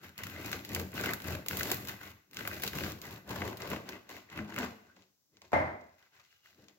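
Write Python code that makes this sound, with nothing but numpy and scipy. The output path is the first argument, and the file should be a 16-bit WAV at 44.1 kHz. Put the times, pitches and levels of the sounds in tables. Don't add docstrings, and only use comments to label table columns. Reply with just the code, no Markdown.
import sys
import numpy as np
from scipy import signal
from scipy.fft import rfft, irfft
from scipy.io import wavfile

SR = 44100
rng = np.random.default_rng(int(sys.argv[2]) if len(sys.argv) > 2 else 0)


def gain_from_db(level_db):
    decades = np.asarray(level_db, float) / 20
    return 10 ** decades


def bounce(signal):
    frames = np.transpose(np.atleast_2d(signal))
    limited = np.clip(frames, -1, 1)
    pcm = np.round(limited * 32767).astype(np.int16)
    wavfile.write(sys.argv[1], SR, pcm)


N = 298998

LEFT_LEAD = 5
KITCHEN_T60_S = 0.64
# full speed at t/s, eases at t/s, blade level/dB, pressure on table/dB, bite into crust/dB
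STROKES = [(0.198, 0.191, -44.5, -6, -11.5), (.24, 0.426, -49.5, 2.5, -8), (.45, 0.563, -47, 3.5, -5.5),
           (.65, 0.686, -62.5, 7.5, 4), (0.718, 0.804, -47, 10.5, -6), (0.962, 1.1, -41.5, 3.5, -7.5),
           (1.257, 1.339, -44, 7, -8), (1.509, 1.74, -44, 3.5, -3.5), (1.783, 1.844, -58, 9.5, -4.5),
           (1.89, 1.895, -42, -2.5, -8), (2.017, 2.08, -51, -1.5, -8.5), (2.366, 2.58, -48.5, 1.5, -7),
           (2.635, 2.669, -46.5, 2, -1.5), (2.757, 2.884, -45.5, 7, -3), (3.037, 3.146, -51.5, 2, -6.5),
           (3.305, 3.486, -46, 7, -7.5), (3.604, 3.68, -47, -1, -7.5), (3.701, 3.739, -42.5, 3, -9),
           (3.87, 3.95, -52.5, 2.5, -9.5), (4.11, 4.168, -50.5, -3, -6), (4.318, 4.376, -51.5, -2.5, -12),
           (4.378, 4.397, -47.5, 7.5, -12.5), (4.489, 4.56, -54, 6.5, -8), (4.583, 4.644, -42.5, 0, -8)]
# full speed at t/s, eases at t/s, level/dB, pressure/dB, bite/dB
TOUCHES = [(0.036, 0.052, -52, 0.5, -7.5), (5.8, 5.955, -78.5, -5.5, -1), (4.834, 4.853, -79, 10, -13),
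           (4.84, 4.93, -74.5, -2, -3), (4.97, 4.972, -69, 6, -0.5), (5.016, 5.04, -75.5, -6, 1.5),
           (5.342, 5.373, -81, 10, 1), (5.432, 5.467, -67.5, 2, -2), (5.987, 6.06, -68, -15, -6.5),
           (6.139, 6.196, -64, -13, -6.5), (6.25, 6.364, -74, -14.5, 1), (6.45, 6.504, -67, -10.5, -0.5),
           (6.578, 6.641, -72, 10, -0.5), (6.695, 6.696, -67.5, -8, -4)]


def rms_one(x):
    return x / np.sqrt(np.mean(x ** 2) + 1e-20)


def in_time(rows):
    s, *columns = np.transpose(rows)
    return [np.interp(np.arange(N) / SR, s, c) for c in columns]


def colour(x, spectrum, size=4096):
    hz, db = np.transpose(spectrum)
    bins_hz = np.fft.rfftfreq(size, 1 / SR)
    log_gain = np.log(gain_from_db(np.interp(np.log(bins_hz + 1), np.log(hz), db)))
    cepstrum = irfft(log_gain)[:size // 2]
    cepstrum[1:] *= 2
    response = irfft(np.exp(rfft(cepstrum, size)))
    return signal.oaconvolve(x, response[None], axes=1)[:, :x.shape[1]]


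def resonate(x, modes, patchy_db=0):
    patches_per_s = 35
    out, size = 0, x.shape[-1]
    for k, (hz, width, db) in enumerate(modes):
        r = np.exp(-np.pi * width / SR)
        gain = gain_from_db(db)
        if patchy_db:
            patches = gain_from_db(patchy_db * rng.standard_normal(400))
            gain = gain * np.interp(np.arange(size) * patches_per_s / SR, np.arange(400), patches)
        ring = signal.lfilter([1 - r, 0, r - 1], [1, -2 * r * np.cos(2 * np.pi * hz / SR), r * r], x)
        out = out + (-1) ** k * gain * ring
    return out


def pair_noise(alike):
    shared, left, right = rng.standard_normal((3, N))
    alike = np.clip(alike, 0, 1)
    common = np.array([shared, np.roll(shared, LEFT_LEAD)])
    return np.sqrt(alike) * common + np.sqrt(1 - alike) * np.array([left, right])


def dying(clicks, t60):
    return signal.lfilter([1], [1, -gain_from_db(-60 / (t60 * SR))], clicks + 1e-9)


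def grains(per_s, spread_db, t60, smooth, crisp):
    happens = rng.random(N) < per_s / SR
    sizes = gain_from_db(spread_db * np.minimum(rng.exponential(1, N), 4)) * happens
    envelope = rms_one(rms_one(dying(sizes, t60)) + smooth)
    return 1 + np.clip(crisp, 0, 1) * (envelope - 1)


def struck(times, dbs):
    clicks = np.zeros(N)
    clicks[(np.asarray(times) * SR).astype(int)] = gain_from_db(dbs)
    return clicks


def snap(times, dbs, t60, noise, tail_db=-9, build_s=.001, break_db=14):
    sharp = struck(times + build_s, dbs + break_db) * rng.choice([-1, 1], N)
    shower = gain_from_db(tail_db) * dying(struck(times, dbs), t60) * noise
    return np.array([sharp, np.roll(sharp, LEFT_LEAD)]) + shower


def effort(gain_db, rise_db_per_s, fall_db_per_s):
    start, end, level_db = np.transpose(STROKES + TOUCHES)[:3, :, None]
    t = np.arange(0, N / SR + .002, .002)
    rise_db = rise_db_per_s * np.maximum(start - t, 0)
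    fall_db = fall_db_per_s * np.maximum(t - end, 0)
    db = level_db + gain_db[:, None] - rise_db - fall_db
    total_db = 10 * np.log10(np.sum(gain_from_db(2 * db), axis=0) + 1e-12)
    return np.interp(np.arange(N) / SR, t, total_db)


def body(level_db, drive, cracks, alike, shape, **patches):
    noise = pair_noise(alike)
    usual = np.sqrt(np.mean(shape(noise[:1, :2 * SR]) ** 2))
    return shape(gain_from_db(level_db) * drive * noise + cracks, **patches) / usual


def quiet_floor():
    # f/Hz, level per Hz/dB
    floor_spectrum = [(18, -55), (30, -24.5), (98, -2.5), (273, -7), (2480, -20.5), (5900, -7.5),
                      (9460, -16.5), (11400, -16), (16000, -8)]
    return gain_from_db(-74) * rms_one(colour(pair_noise(0.24), floor_spectrum))


def kitchen(x, t60, alike_hz=450):
    t = np.arange(SR) / SR
    echoes = rng.standard_normal((2, SR)) * gain_from_db(-60 * t / t60) * (t > .006)
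    low = signal.sosfilt(signal.butter(2, alike_hz, fs=SR, output="sos"), echoes)
    echoes = echoes - low + low[0]
    echoes = echoes / np.sqrt(np.sum(echoes ** 2) / 2)
    return signal.fftconvolve(x, echoes, axes=1)[:, :N]


def knife_drop():
    # t/s, peak level/dB
    drop_knocks = [
        (5.5185, -38),
        (5.5312, -16),
    ]
    # f/Hz, level per Hz/dB
    wood_spectrum = [(29, -42.5), (50, -13.5), (85, 1.5), (163, -2.5), (252, 0.5), (450, -4.5), (650, 2.5),
                     (884, 1), (1300, -7), (1580, -6.5), (2100, -9.5), (2800, -24.5), (7500, -40.5),
                     (16000, -49)]
    # f/Hz, width/Hz, level/dB
    wood_modes = [(87, 9.3, -13), (251.4, 4.9, -7), (610, 40, -2), (1560, 40, 3), (2075, 55, 7)]
    s, peak_db = np.transpose(drop_knocks)
    knock = struck(s, peak_db)[None]
    knock = colour(knock + gain_from_db(4.0) * resonate(knock, wood_modes), wood_spectrum)
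    direct = np.vstack([np.roll(knock, 2 * LEFT_LEAD), knock])
    rattle = colour(dying(struck(s, peak_db), 0.052) * pair_noise(0.36), wood_spectrum)
    fading = gain_from_db(-35 * np.maximum(np.arange(N) / SR - s[-1], 0) ** 2)
    echoes = fading * kitchen(knock, KITCHEN_T60_S, alike_hz=750)
    return gain_from_db(17.0) * direct + gain_from_db(11.0) * rattle + gain_from_db(37.5) * echoes


def squeaks():
    squeak_rows = [
        (4.875, 4.93, 1520, -63, 70),
        (5.325, 5.47, 2030, -75, 60),
        (6.27, 6.41, 2870, -73, 14),
        (6.4, 6.52, 2880, -74, 25),
    ]
    out, noise = np.zeros((2, N)), pair_noise(.6)
    for s, end, hz, db, width in squeak_rows:
        at = np.arange(int(s * SR), int(end * SR))
        run_up = SR // 4
        rub = resonate(noise[:, at[0] - run_up:at[-1] + 1], [(hz, width, 0)])[:, run_up:]
        swell = (at / SR - s) * (end - at / SR) * 4 / (end - s) ** 2
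        out[:, at] += gain_from_db(db) * swell * rms_one(rub)
    return out


def landings():
    # t/s, f/Hz, level/dB, t60/s
    landing_rows = [
        (4.392, 218, -32, 0.25),
        (4.585, 253, -27, 0.24),
        (4.655, 235, -41, .35),
    ]
    t = np.arange(N) / SR
    out = np.zeros(N)
    for s, hz, db, t60 in landing_rows:
        age = np.clip(t - s, 0, 1)
        soft_start = 1 - np.exp(-age / 0.01)
        out += gain_from_db(db - 60 * age / t60) * soft_start * np.sin(2 * np.pi * hz * age * (1 - 0.3 * age))
    return out


def jolts():
    # t/s, peak level/dB, f/Hz
    jolt_rows = [(0.188, -56, 498), (0.188, -44, 156), (0.237, -42, 234), (0.316, -40, 170),
                 (0.465, -39, 245), (0.523, -34, 94.2), (0.557, -35, 91.5), (0.708, -35, 132),
                 (0.742, -29, 135), (0.796, -28, 148), (0.975, -35, 91.5), (0.976, -30, 188),
                 (1.254, -36, 140), (1.278, -29, 148), (1.469, -43, 277), (1.518, -37, 148),
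                 (1.601, -30, 121), (1.666, -35, 116), (1.714, -32, 312), (1.852, -42, 127),
                 (1.883, -41, 310), (1.926, -41, 312), (2.007, -42, 99.6), (2.365, -56, 91.5),
                 (2.366, -42, 328), (2.415, -38, 266), (2.659, -46, 91.5), (2.659, -33, 153),
                 (2.727, -34, 156), (2.78, -28, 194), (2.829, -26, 121), (3.017, -44, 199),
                 (3.294, -34, 320), (3.323, -30, 431), (3.627, -39, 110), (3.696, -33, 240),
                 (3.917, -45, 96.9), (4.113, -50, 498), (4.137, -46, 207), (4.332, -44, 199),
                 (4.372, -36, 369), (4.396, -43, 498), (4.396, -33, 210), (4.578, -31, 248),
                 (4.602, -33, 91.5), (4.602, -27, 231)]
    # t/s, peak level/dB, f/Hz
    nudge_rows = [
        (6.417, -67, 377),
        (6.583, -54, 164),
        (6.599, -53, 334),
        (6.618, -55, 323),
        (6.625, -55, 355),
        (6.644, -60, 180),
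    ]
    # t/s, f/Hz, level/dB, t60/s
    steel_ring = (5.5325, 3950, -48, 0.03)
    ring_cycles, jolt_db = 3.0, -4
    out, age = np.zeros(N + SR), np.arange(SR // 8) / SR
    rows = [(s, hz, db + jolt_db, ring_cycles / hz) for s, db, hz in jolt_rows + nudge_rows]
    rows = rows + [steel_ring]
    for (s, hz, db, t60), sign in zip(rows, rng.choice([-1, 1], 99)):
        at = int(s * SR)
        out[at:at + len(age)] += sign * gain_from_db(db - 60 * age / t60) * np.sin(2 * np.pi * hz * age)
    return np.array([out[:N], np.roll(out[:N], LEFT_LEAD)])


def table_and_board(shake, teeth, board_db):
    # f/Hz, width/Hz, level/dB
    table_modes = [(85, 13, 2), (110.2, 9.7, 3), (145.4, 34, -4.5)]
    # f/Hz, width/Hz, level/dB
    board_modes = [(192.2, 17.3, -0.5), (250, 22.2, -2.5), (316, 41, -4.5)]
    pressure_db = np.transpose(STROKES + TOUCHES)[3]
    push_db = effort(pressure_db, 303.5, 200)
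    table = body(push_db - 3.0 - board_db / 2, shake, 0, 0.98, lambda v: resonate(v, table_modes))
    both = 0.45 * shake + 0.47 * teeth
    board = body(push_db - 4.5 + board_db / 2, both, 0, 1.0, lambda v: resonate(v, board_modes))
    return table + board


def drummed_loaf(teeth, snags, grip_db, open_db):
    # f/Hz, width/Hz, level/dB
    hollow_modes = [(364, 31, 2), (437, 93, -1), (600.5, 108, -2)]
    # f/Hz, width/Hz, level/dB
    shell_modes = [(695, 42, -2), (788, 97, 0), (937, 276, -1.5), (1157, 190, -3)]
    pressure_db = np.transpose(STROKES + TOUCHES)[3]
    rise, fall = 420, 179.5
    hollow_db = effort(0.54 * pressure_db, rise, fall) + grip_db
    shell_db = effort(0.13 * pressure_db, rise, fall) + grip_db
    s, snag_db, loaf_share_db = snags
    hits = dying(struck(s, snag_db + loaf_share_db - 7.5), 0.07) * pair_noise(0.32)
    hits += struck(s + .001, snag_db + loaf_share_db + 4.5)
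    hollow = body(hollow_db + open_db / 2 - 5.8, teeth, hits, 0.8,
                  lambda v, **p: resonate(v, hollow_modes, **p), patchy_db=2.5)
    shell = body(shell_db - open_db / 2 - 7.0, teeth, hits, 0.71,
                 lambda v, **p: resonate(v, shell_modes, **p), patchy_db=2.2)
    return hollow + shell


def ringing_blade(teeth, crumbs, cracks, snags):
    # f/Hz, width/Hz, level/dB
    blade_modes = [(1183, 280, 0.5), (1542, 236, 9), (2034, 128, 9.5), (2272, 91, 5.5), (2465, 240, 5),
                   (2794, 650, 1)]
    blade_db = effort(np.zeros(len(STROKES + TOUCHES)), 448, 201.5)
    crack_s, crack_db = cracks[:2]
    snag_s, snag_db = snags[:2]
    crack_share_db = -24.5
    hits = snap(crack_s, crack_db + crack_share_db + 2.5, 0.05, pair_noise(0.49))
    hits = hits + snap(snag_s, snag_db + 2.5, 0.028, pair_noise(0.13))
    return body(blade_db - 1.5, 0.57 * teeth + 0.5 * crumbs, hits, 0.4,
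                lambda v, **p: resonate(v, blade_modes, **p), patchy_db=2.2)


def breaking_crust(teeth, crumbs, sparks, cracks, crisp, sparkle_db):
    # f/Hz, level per Hz/dB
    crust_spectrum = [(1500, -16.5), (2500, -2.5), (3300, -4.5), (3900, -2), (5500, -6), (7500, -7.5),
                      (8000, -14), (8700, -17.5), (10400, -18.5), (11700, -11.5), (14000, -9.5),
                      (16500, -14.5)]
    bite_db = np.transpose(STROKES + TOUCHES)[4]
    crust_db = effort(bite_db, 600, 199)
    s, peak_db, sparkle_share_db, break_db = cracks
    shards_per_s, shard_db, shard_spread_db = 15, -2, 3.0
    at = np.flatnonzero(rng.random(N - SR // 100) < shards_per_s * crisp[SR // 100:] / SR)
    luck = np.minimum(rng.exponential(1, N)[at], 3)
    shards = snap(at / SR, crust_db[at] + shard_db + shard_spread_db * luck, 0.031, pair_noise(0.33))

    def crust_part(kind):
        split = signal.butter(4, 8700, kind, fs=SR, output="sos")
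        return lambda v: signal.sosfilt(split, colour(v, crust_spectrum))

    breaks = snap(s, peak_db - 4.5, 0.047, pair_noise(0.1), break_db=break_db) + shards
    crust = body(crust_db - 5.0, 1.7 * crumbs + 0.51 * teeth, breaks, 0.12, crust_part("low"))
    glints = snap(s, peak_db + sparkle_share_db + 11.5, 0.055, pair_noise(0.3), break_db=break_db)
    glints = glints + gain_from_db(sparkle_db + 1.5) * shards
    sparkle = body(crust_db - 4.0 + sparkle_db, 0.63 * crumbs + 0.79 * sparks, glints, 0.13,
                   crust_part("high"))
    return crust + sparkle * gain_from_db(np.array([[-1.5], [1.5]]))


def crust_cracks():
    # t/s, peak level/dB, sparkle share/dB, sharp break over its splinters/dB
    crack_rows = [(0.1786, -30, -13, 12), (0.2348, -24.5, -15, 10), (0.46, -34, -14, 12),
                  (0.5156, -33, -4.5, 9), (0.5288, -20, -38, 12), (0.6487, -29.5, -15.5, 14),
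                  (0.7476, -19, -11.5, 13), (0.94, -44, -2.5, 11.5), (1.1343, -23, -8.5, 11),
                  (1.4618, -31, -11.5, 10), (1.484, -21.5, -9.5, 15), (1.57, -26.5, -6, 9.5),
                  (1.703, -36, -21, 10), (1.7155, -15, -10.5, 11), (1.8726, -35.5, -11, 17),
                  (2.369, -29, -22, 19.5), (2.4553, -47, -8, 12), (2.4746, -26, -7, 13),
                  (2.6208, -28, -10, 12), (2.635, -19, -13, 8), (2.6765, -19.5, -18, 10.5),
                  (2.7718, -34, -11, 11), (2.835, -27, -18, 11), (3.016, -31, -13.5, 11),
                  (3.4514, -35.5, -12, 12), (3.5705, -33, -12.5, 11), (3.6194, -29, -26.5, 16),
                  (3.7013, -37, -3, 11), (3.8896, -26, -18, 11), (4.5859, -26.5, -15, 13.5)]
    # t/s, peak level/dB, sparkle share/dB
    tick_rows = [(4.964, -50, -33), (5.0213, -51, -31), (5.369, -47, -40), (5.4176, -39.5, -31),
                 (5.519, -46, -14), (5.5317, -37, -22), (2.102, -42, -15), (.4597, -35, -14),
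                 (.7628, -32, -24), (4.3, -42, -24), (1.1095, -37.5, -14), (5.812, -53, -27),
                 (5.8397, -58, -21), (6.1333, -65, -34), (6.6835, -41.5, -34)]
    # t/s, peak level/dB
    splinter_rows = [(0.032, -51), (0.268, -35), (0.4459, -39), (0.6909, -35), (0.7171, -36.5),
                     (0.7322, -36), (0.7971, -29), (0.9523, -39), (1.011, -28.5), (1.059, -25),
                     (1.1073, -34), (1.2194, -35), (1.271, -40), (1.282, -33), (1.593, -29.5),
                     (1.6311, -21.5), (1.8848, -27.5), (2.311, -48.5), (2.3443, -40.5), (2.387, -37),
                     (2.5393, -37), (2.6644, -27), (2.7317, -34.5), (2.861, -43), (2.9193, -35),
                     (3.276, -47), (3.309, -32), (3.4771, -35), (3.6012, -45), (4.092, -40)]
    # t/s, peak level/dB
    chip_rows = [(0.1874, -44), (0.3614, -47), (0.4114, -45), (0.4794, -44), (0.9178, -47), (0.9782, -39),
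                 (1.036, -38), (1.0894, -38), (1.2017, -43), (1.2421, -41), (1.3304, -43), (1.3498, -40),
                 (1.509, -39), (1.5304, -40), (1.6084, -34), (1.8502, -40), (1.8914, -42), (2.0078, -49),
                 (2.0314, -46), (2.3321, -44), (2.4089, -46), (2.5124, -44), (2.5314, -40), (2.5651, -46),
                 (2.5985, -40), (2.7531, -37), (2.7854, -35), (2.8064, -39), (2.8988, -38), (3.0364, -49),
                 (3.0525, -42), (3.0674, -41), (3.1088, -41), (3.1258, -44), (3.2924, -38), (3.3584, -43),
                 (3.5104, -46), (3.5284, -46), (3.6744, -42), (3.7314, -40), (3.7614, -44), (3.9294, -52),
                 (4.1014, -47), (4.1654, -48), (4.3264, -52), (4.3734, -47), (4.4464, -55), (4.5421, -44),
                 (4.5614, -38), (6.3274, -67), (6.4577, -59)]
    splinters = splinter_rows + [(s, db + 3) for s, db in chip_rows]
    small = tick_rows + [(s, db, -13) for s, db in splinters]
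    rows = crack_rows + [(*row, 14.5) for row in small]
    s, peak_db, sparkle_share_db, break_db = np.transpose(rows)
    return s, peak_db - 1.5, sparkle_share_db, break_db


def tooth_snags():
    # t/s, blade peak level/dB, loaf share/dB
    snag_rows = [(0.235, -35, -15), (0.458, -40, -15), (0.48, -36, -10), (0.514, -37, -10),
                 (0.528, -26.5, -16), (0.648, -48.5, -2), (0.761, -30, -10), (0.995, -32, -6),
                 (1.058, -31.5, -6), (1.09, -29, -12.5), (1.134, -28.5, -30), (1.461, -38, -7),
                 (1.509, -26, -16.5), (1.53, -29, -20), (1.608, -27, -13), (1.713, -32.5, 3),
                 (2.369, -36, -38), (2.407, -36, -4), (2.451, -33, -4.5), (2.474, -30.5, -7),
                 (2.634, -30.5, -4), (2.732, -35.5, -1), (2.785, -30, -8), (2.836, -31, -33),
                 (3.418, -27, -4), (3.477, -34, -8), (3.714, -31, -5), (4.093, -42.5, -4),
                 (4.389, -34.5, -12), (4.579, -28, -12.5)]
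    # t/s, blade peak level/dB, loaf share/dB
    tap_rows = [
        (4.966, -57.5, 0.5),
        (5.369, -62, -1),
        (5.417, -56.5, 3),
        (6.684, -59.5, 0.5),
    ]
    # t/s, blade peak level/dB, loaf share/dB
    catch_rows = [(0.1885, -36, -12), (0.2684, -37, -12), (0.3616, -40, -12), (0.4115, -43, -12),
                  (0.7188, -38, -12), (0.7976, -36, -12), (0.9303, -40, -12), (0.9777, -31, -12),
                  (1.0375, -29, -12), (1.1084, -29, -12), (1.2014, -40, -12), (1.2431, -39, -12),
                  (1.284, -33, -12), (1.3304, -35, -12), (1.3503, -34, -12), (1.8502, -44, -12),
                  (1.8891, -36, -12), (2.0108, -43, -12), (2.0314, -42, -12), (2.3306, -47, -12),
                  (2.389, -36, -12), (2.5127, -36, -12), (2.5326, -36, -12), (2.5651, -41, -12),
                  (2.6744, -39, -12), (2.7526, -35, -12), (2.8064, -35, -12), (2.8624, -33, -12),
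                  (3.038, -47, -12), (3.053, -44, -12), (3.2939, -42, -12), (3.3588, -39, -12),
                  (3.5294, -43, -12), (3.6017, -38, -12), (3.6744, -37, -12), (3.7319, -31, -12),
                  (3.7614, -33, -12), (3.8906, -41, -12), (3.93, -39, -12), (4.1014, -43, -12),
                  (4.1659, -40, -12), (4.3136, -47, -12), (4.3271, -41, -12), (4.3745, -33, -12),
                  (4.4464, -48, -12), (4.5226, -38, -12), (4.5404, -39, -12), (4.5615, -30, -12),
                  (4.5864, -30, -12), (4.6294, -30, -12), (6.326, -59, -12), (6.4577, -54, -12),
                  (6.5281, -59, -12)]
    catches = [(s, db - 1.5, share) for s, db, share in catch_rows]
    return np.transpose(snag_rows + tap_rows + catches)


def loaf_under_knife():
    # t/s, sparkle/dB, board share/dB, grip of the crumb/dB, openness of the cut/dB
    depth_rows = [(0, 4.5, -2.5, -6, -1.5), (.8, 2.5, 2.5, -1, 2), (1.3, 4.5, 0.5, -1.5, 2.5),
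                  (1.75, 7.5, 0, 0, -1), (2.1, 4.5, 1, -5, -2.5), (2.6, 5, 0, -3, 5), (3.1, 2.5, 1.5, 1, 0),
                  (3.45, 2, 0.5, 5, -0.5), (3.9, -2, 7, 1.5, -1), (4.3, -0.5, 1.5, 0.5, -2),
                  (4.65, -2.5, 10, 3.5, -3.5), (5.0, -11, 4, 0.5, 3.5), (5.4, -5.5, 2.5, 2, -0.5),
                  (6.15, -4.5, -7.5, 0, -3.5), (6.35, -2, -4, -7, 0), (6.45, -0.5, 1, 0.5, 4),
                  (6.7, -3, 10, 3, 7)]
    sparkle_db, board_db, grip_db, open_db = in_time(depth_rows)
    knife_out_s = 4.8
    crisp = np.where(np.arange(N) < knife_out_s * SR, 0.7, 0.75)
    shake = grains(97, spread_db=5.0, t60=0.042, smooth=0.95, crisp=crisp)
    teeth = grains(250, spread_db=-2.0, t60=0.032, smooth=0.37, crisp=crisp)
    crumbs = grains(140, spread_db=4.5, t60=0.008, smooth=0.95, crisp=crisp)
    sparks = grains(210, spread_db=8.5, t60=0.013, smooth=0.46, crisp=crisp)
    cracks, snags = crust_cracks(), tooth_snags()
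    wood = table_and_board(shake, teeth, board_db)
    bread = drummed_loaf(teeth, snags, grip_db, open_db)
    blade = ringing_blade(teeth, crumbs, cracks, snags)
    crust = breaking_crust(teeth, crumbs, sparks, cracks, crisp, sparkle_db)
    return wood + bread + blade + crust


def scene():
    loaf = loaf_under_knife() + squeaks() + landings() + jolts()
    room = gain_from_db(-11.5) * kitchen(loaf, KITCHEN_T60_S, alike_hz=697)
    balance = gain_from_db(np.array([[1.2], [-1.2]]))
    return (loaf + room + knife_drop() + quiet_floor()) * balance


def top_cut(x):
    return signal.sosfilt(signal.butter(12, 16820, fs=SR, output="sos"), x)


def record(dry):
    limit = .4
    x = limit * np.tanh(dry / limit)
    x = signal.sosfilt(signal.butter(2, 60, "high", fs=SR, output="sos"), x)
    x = x - 0.74 * resonate(x, [(8660, 2300, 0.011)])
    x = signal.sosfilt(signal.ellip(10, 1, 55, 15900, fs=SR, output="sos"), x)
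    return top_cut(x)


dry = scene()
out = record(dry)
bounce(out)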